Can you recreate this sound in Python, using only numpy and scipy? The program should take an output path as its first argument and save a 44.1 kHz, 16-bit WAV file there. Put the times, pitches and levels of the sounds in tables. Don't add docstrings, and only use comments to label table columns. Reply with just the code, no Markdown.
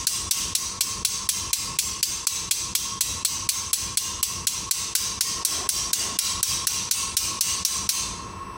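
import sys
import numpy as np
from scipy import signal
from scipy.fft import rfft, irfft, next_fast_len
from scipy.io import wavfile
from scipy.ndimage import uniform_filter1d, minimum_filter1d, map_coordinates

SR = 44100
rng = np.random.default_rng(int(sys.argv[2]) if len(sys.argv) > 2 else 0)


def to_wav(s):
    ch = np.atleast_2d(s).T
    pcm = np.round(np.clip(ch, -1, 1) * 32767)
    wavfile.write(sys.argv[1], SR, pcm.astype(np.int16))


N = 377928

SNAP_DB, RATTLE_DB, ROOM_DB = 4.5, 0.9, -14.5
# (time [s], depth [0 at the door, 1 inside])
CAMERA_DEPTH = [(0, 0.32), (.5, 0.57), (1.3, 0.93), (3.8, 1), (4.5, 0.85), (5.3, 0.073), (8.5, 0.03)]
# (time [s], level change [dB])
ACCENTS = [(0.31, 1.2), (0.55, -2), (0.81, -1.8), (4.23, -2.5), (4.47, -1.3), (6.43, 1.3), (7.41, 1.8)]
def igniter():
    oven_walls = rng.standard_normal((2, 2, 4096))
    kitchen_walls = rng.standard_normal((2, 24576))
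    tail_db = kitchen_colour(np.fft.rfftfreq(kitchen_walls.shape[-1], 1 / SR))
    times = spark_times()
    scatter_db = rng.standard_normal((len(times), 2)) * [0.35, 1.0]
    out = np.zeros(N + 2 * SR)
    for s, (strength_db, balance_db) in zip(times, scatter_db):
        depth = np.interp(s, *np.transpose(CAMERA_DEPTH))
        strength_db += sum(db for when, db in ACCENTS if abs(when - s) < BEAT_S / 2)
        near = crack(oven_walls, depth, SNAP_DB + balance_db, RATTLE_DB - balance_db)
        far = amp(ROOM_DB - 2.7 * depth) * kitchen_tail(kitchen_walls, depth, tail_db)
        for sound in near, far:
            out[SR + round(s * SR):][:len(sound)] += amp(strength_db) * sound
    return out[SR:][:N]


FIRST_SPARK_S, BEAT_S, SLIP_S = 0.0682, 0.24094, 0.01594
SPARK_COUNT, LATE_BEATS = 33, (3, 7, 12, 17, 21, 25, 29)
def spark_times():
    beats = np.arange(-1, SPARK_COUNT)
    slips = np.searchsorted(LATE_BEATS, beats, side="right")
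    return FIRST_SPARK_S + BEAT_S * beats + SLIP_S * slips


# (frequency [Hz], relative level [dB])
SNAP_EQ = [(200, -39), (600, -14), (1000, -9.5), (2000, -4.5), (4000, -8), (6000, -2.5), (8000, 3),
           (10500, 4), (12500, -1.5), (15500, 0.5)]
# (frequency [Hz], relative level [dB])
RATTLE_EQ = [(200, -54), (600, -18), (1000, -19.5), (2000, -10.5), (3200, 0.5), (4300, 5), (6000, 3.5),
             (7000, 3), (8000, 0), (10500, 0.5), (12000, -4.5), (15500, -3)]
# (frequency [Hz], width [Hz], boost at the door [dB], boost inside [dB])
CAVITY_MODES = [(1050, 210, -10, 12), (1520, 230, 10.5, 5.5), (2360, 164, 2, 13.5), (3347, 100, -4, 11),
                (4190, 240, -0.5, 5.5), (4480, 120, 3, 3.5), (5550, 130, 10.5, 6), (5940, 290, 10.5, 4),
                (6420, 110, 2, 4.5), (7880, 380, 6.5, 10.5), (8740, 120, 10.5, 5), (9400, 220, 5, 3),
                (9990, 470, 3, 5.5), (10970, 200, -1, 3.5)]
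# (frequency [Hz], time to fall 60 dB [s])
RATTLE_DECAY = [(1000, 0.026), (4000, 0.086), (14000, 0.093)]
def crack(walls, depth, snap_db, rattle_db):
    t = np.arange(walls.shape[-1]) / SR
    hz = np.fft.rfftfreq(len(t), 1 / SR)
    modes = [(centre, width, door + depth * (inside - door))
             for centre, width, door, inside in CAVITY_MODES]
    colour_db = bumps(modes, hz) + 1.4 * ripple(hz, spacing_hz=600)
    snap_echoes = reflections(walls[0], depth, kept=0.17)
    rattle_echoes = reflections(walls[1], depth, kept=0.72)
    snap = ring_out(snap_echoes, along(SNAP_EQ, hz) + colour_db, t60=[(1000, 0.018), (8000, 0.027)])
    rattle = ring_out(rattle_echoes, along(RATTLE_EQ, hz) + colour_db, t60=RATTLE_DECAY)
    attack = 1 - np.exp(-(t / 0.0014) ** 2)
    return (amp(snap_db) * snap + amp(rattle_db) * rattle) * attack


# (frequency [Hz], time to fall 60 dB [s])
KITCHEN_DECAY = [(1000, 0.63), (3000, 0.91), (6000, 0.79), (9000, 0.63), (14000, 0.31)]
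def kitchen_tail(walls, depth, colour_db):
    t = np.arange(walls.shape[-1]) / SR
    stirred_db = 3 * ripple(np.fft.rfftfreq(len(t), 1 / SR), spacing_hz=80.07)
    bloom = 1 - np.exp(-t / 0.0027)
    return ring_out(reflections(walls, depth, kept=0.57), colour_db + stirred_db, KITCHEN_DECAY) * bloom


# (frequency [Hz], relative level [dB])
KITCHEN_EQ = [(300, -29), (1600, -16), (2700, -7.5), (3900, -6), (4700, -4), (5800, 0.5), (6550, 0.5),
              (7050, -10), (7600, 0), (8500, -5.5), (9100, -7.5), (10200, -7.5), (12500, -16.5),
              (14500, -3), (15300, -6.5)]
# (frequency [Hz], width [Hz], boost [dB])
STEEL_MODES = [(4450, 39, -1), (4770, 33, 4), (5180, 22, 4), (5640, 63, -1), (6200, 40, 4.5),
               (6300, 55, 2.5), (6650, 25, 0), (8070, 23, -10), (8010, 23, 5), (8280, 60, 4.5),
               (8600, 48, 7.5), (10100, 40, 7), (14062, 37, -4)]
def kitchen_colour(hz):
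    return along(KITCHEN_EQ, hz) + bumps(STEEL_MODES, hz) + 2.8 * ripple(hz, spacing_hz=28.09)


# (frequency [Hz], width [Hz], relative level [dB])
WHISTLE_MODES = [(954, 67, -11.5), (1060.3, 18, -0.5), (1097, 24, 0.5), (1316, 40, -10.5)]
def gas_whistle():
    def pipe(hz):
        power = sum(amp(db) ** 2 * peak(hz, centre, width) for centre, width, db in WHISTLE_MODES)
        band_db = along([(600, -51), (900, 8.5), (1400, 1.5), (2200, -49)], hz)
        return np.sqrt(power) * amp(band_db)

    whistle = unit(filtered(rng.standard_normal(N), pipe))
    level_db = -38.5 - 3 * curve(CAMERA_DEPTH) + 0.89 * wobble(6.5)
    return amp(level_db) * whistle


# (frequency [Hz], relative level [dB])
HISS_EQ = [(500, -25), (1300, 14.5), (2300, 14.5), (3500, 8.5), (4700, 8), (5800, 14.5), (6500, 3),
           (7100, -23), (8600, 8), (11000, -8), (15500, -12)]
def gas_hiss():
    return amp(-50.5) * noise(HISS_EQ)


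# (frequency [Hz], rms level [dB])
HUM_TONES = [(52, -58), (82, -58.5), (194, -55.5), (345, -58), (446, -59.5), (495, -61), (2670, -56),
             (7920, -59.5), (10169, -70), (15412, -72)]
def appliance_hum():
    t = np.arange(N) / SR
    hum = np.zeros(N)
    for hz, db in HUM_TONES:
        gain = np.sqrt(2) * amp(db + 1.8 * wobble(3))
        hum += gain * np.sin(2 * np.pi * hz * t + 0.45 * wobble(7))
    return hum


# (frequency [Hz], relative level [dB])
RUMBLE_EQ = [(20, -20), (36, -10), (52, 0.5), (100, 2.5), (140, -5), (190, -3), (240, -9), (400, -12),
             (600, -20.5), (850, -28), (1500, -44), (4000, -82)]
def appliance_rumble():
    return amp(-41.5 + 2.4 * wobble(11)) * noise(RUMBLE_EQ)


# (frequency [Hz], relative level [dB])
RUSH_EQ = [(100, -36), (280, 5), (400, 4), (520, -3), (720, 2), (1000, -12.5), (1800, -4.5), (5000, -34)]
# (peak time [s], half length [s], level [dB])
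RUSH_SWELLS = [(5.58, 0.16, -41), (6.032, 0.12, -41.5)]
def rush():
    t = np.arange(N) / SR
    bed = amp(-51 - 7 * curve(CAMERA_DEPTH))
    swells = sum(amp(db) * np.exp(-((t - s) / half) ** 2) for s, half, db in RUSH_SWELLS)
    return (bed + swells) * noise(RUSH_EQ)


def reflections(walls, depth, kept):
    lasting = np.sqrt(kept * np.array([1 - depth, depth])) @ walls
    return lasting + np.sqrt(1 - kept) * rng.standard_normal(walls.shape[1])


def ring_out(white, colour_db, t60):
    coloured = unit(irfft(rfft(white) * amp(colour_db)))
    hz, t, bands = signal.stft(coloured, SR, nperseg=128)
    decay = amp(-60 * t / along(t60, hz)[:, None])
    return signal.istft(bands * decay, SR)[1][:len(white)]


def peak(hz, centre, width):
    return 1 / (1 + (2 * (hz - centre) / width) ** 2)


def bumps(modes, hz):
    return sum(db * peak(hz, centre, width) for centre, width, db in modes)


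def ripple(hz, spacing_hz):
    return map_coordinates(rng.standard_normal(int(hz[-1] / spacing_hz) + 4), [hz / spacing_hz])


def wobble(rate):
    return map_coordinates(rng.standard_normal(int(N * rate / SR) + 4), [np.arange(N) * rate / SR])


def noise(eq):
    return unit(filtered(rng.standard_normal(N), lambda hz: amp(along(eq, hz))))


def filtered(x, response):
    size = x.shape[-1]
    padded = next_fast_len(size + 8192)
    return irfft(rfft(x, padded) * response(np.fft.rfftfreq(padded, 1 / SR)), padded)[..., :size]


def along(points, hz):
    freqs, values = np.transpose(points)
    return np.interp(np.log(hz + 1), np.log(freqs + 1), values)


def curve(rows):
    return np.interp(np.arange(N) / SR, *np.transpose(rows))


def amp(db):
    return 10 ** (np.asarray(db) / 20)


def unit(x):
    return x / np.sqrt(np.mean(x ** 2) + 1e-20)


# (frequency [Hz], side level relative to mid [dB])
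STEREO_WIDTH = [(100, -28), (400, -23.5), (1000, -32.5), (2500, -64), (5000, -28.5), (8000, -50),
                (14000, -43)]
def scene():
    mid = igniter() + gas_whistle() + gas_hiss() + appliance_hum() + appliance_rumble() + rush()
    side_phase = [(200, 0.48), (2000, 1.3)]  # (frequency [Hz], phase [rad])
    side = filtered(mid, lambda hz: amp(along(STEREO_WIDTH, hz)) * np.exp(1j * along(side_phase, hz)))
    return np.array([mid + side, mid - side])


def limiter(x, threshold_db, slope, ahead_s, hold_s, attack_s, release_s):
    power = abs(uniform_filter1d(np.mean(x ** 2, axis=0), size=256))
    wanted_db = slope * np.maximum(10 * np.log10(power + 1e-12) - threshold_db, 0)
    before, after = int(ahead_s * SR), int(hold_s * SR)
    span = before + after + 1
    held_db = -minimum_filter1d(-wanted_db, span, origin=after - span // 2 - 1 + span % 2)
    fade = np.arange(N) / SR / release_s
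    cut_db = np.exp(np.maximum.accumulate(np.log(held_db + 1e-9) + fade) - fade)
    return x * uniform_filter1d(amp(-cut_db), int(attack_s * SR))


def record(dry):
    ducked = limiter(dry, threshold_db=-16.0, slope=0.92,
                     ahead_s=0.0135, hold_s=0.017, attack_s=0.006, release_s=0.039)
    return filtered(ducked, lambda hz: 1 / np.sqrt(1 + (hz / 15800) ** 240))


dry = scene()
out = record(dry)
to_wav(out)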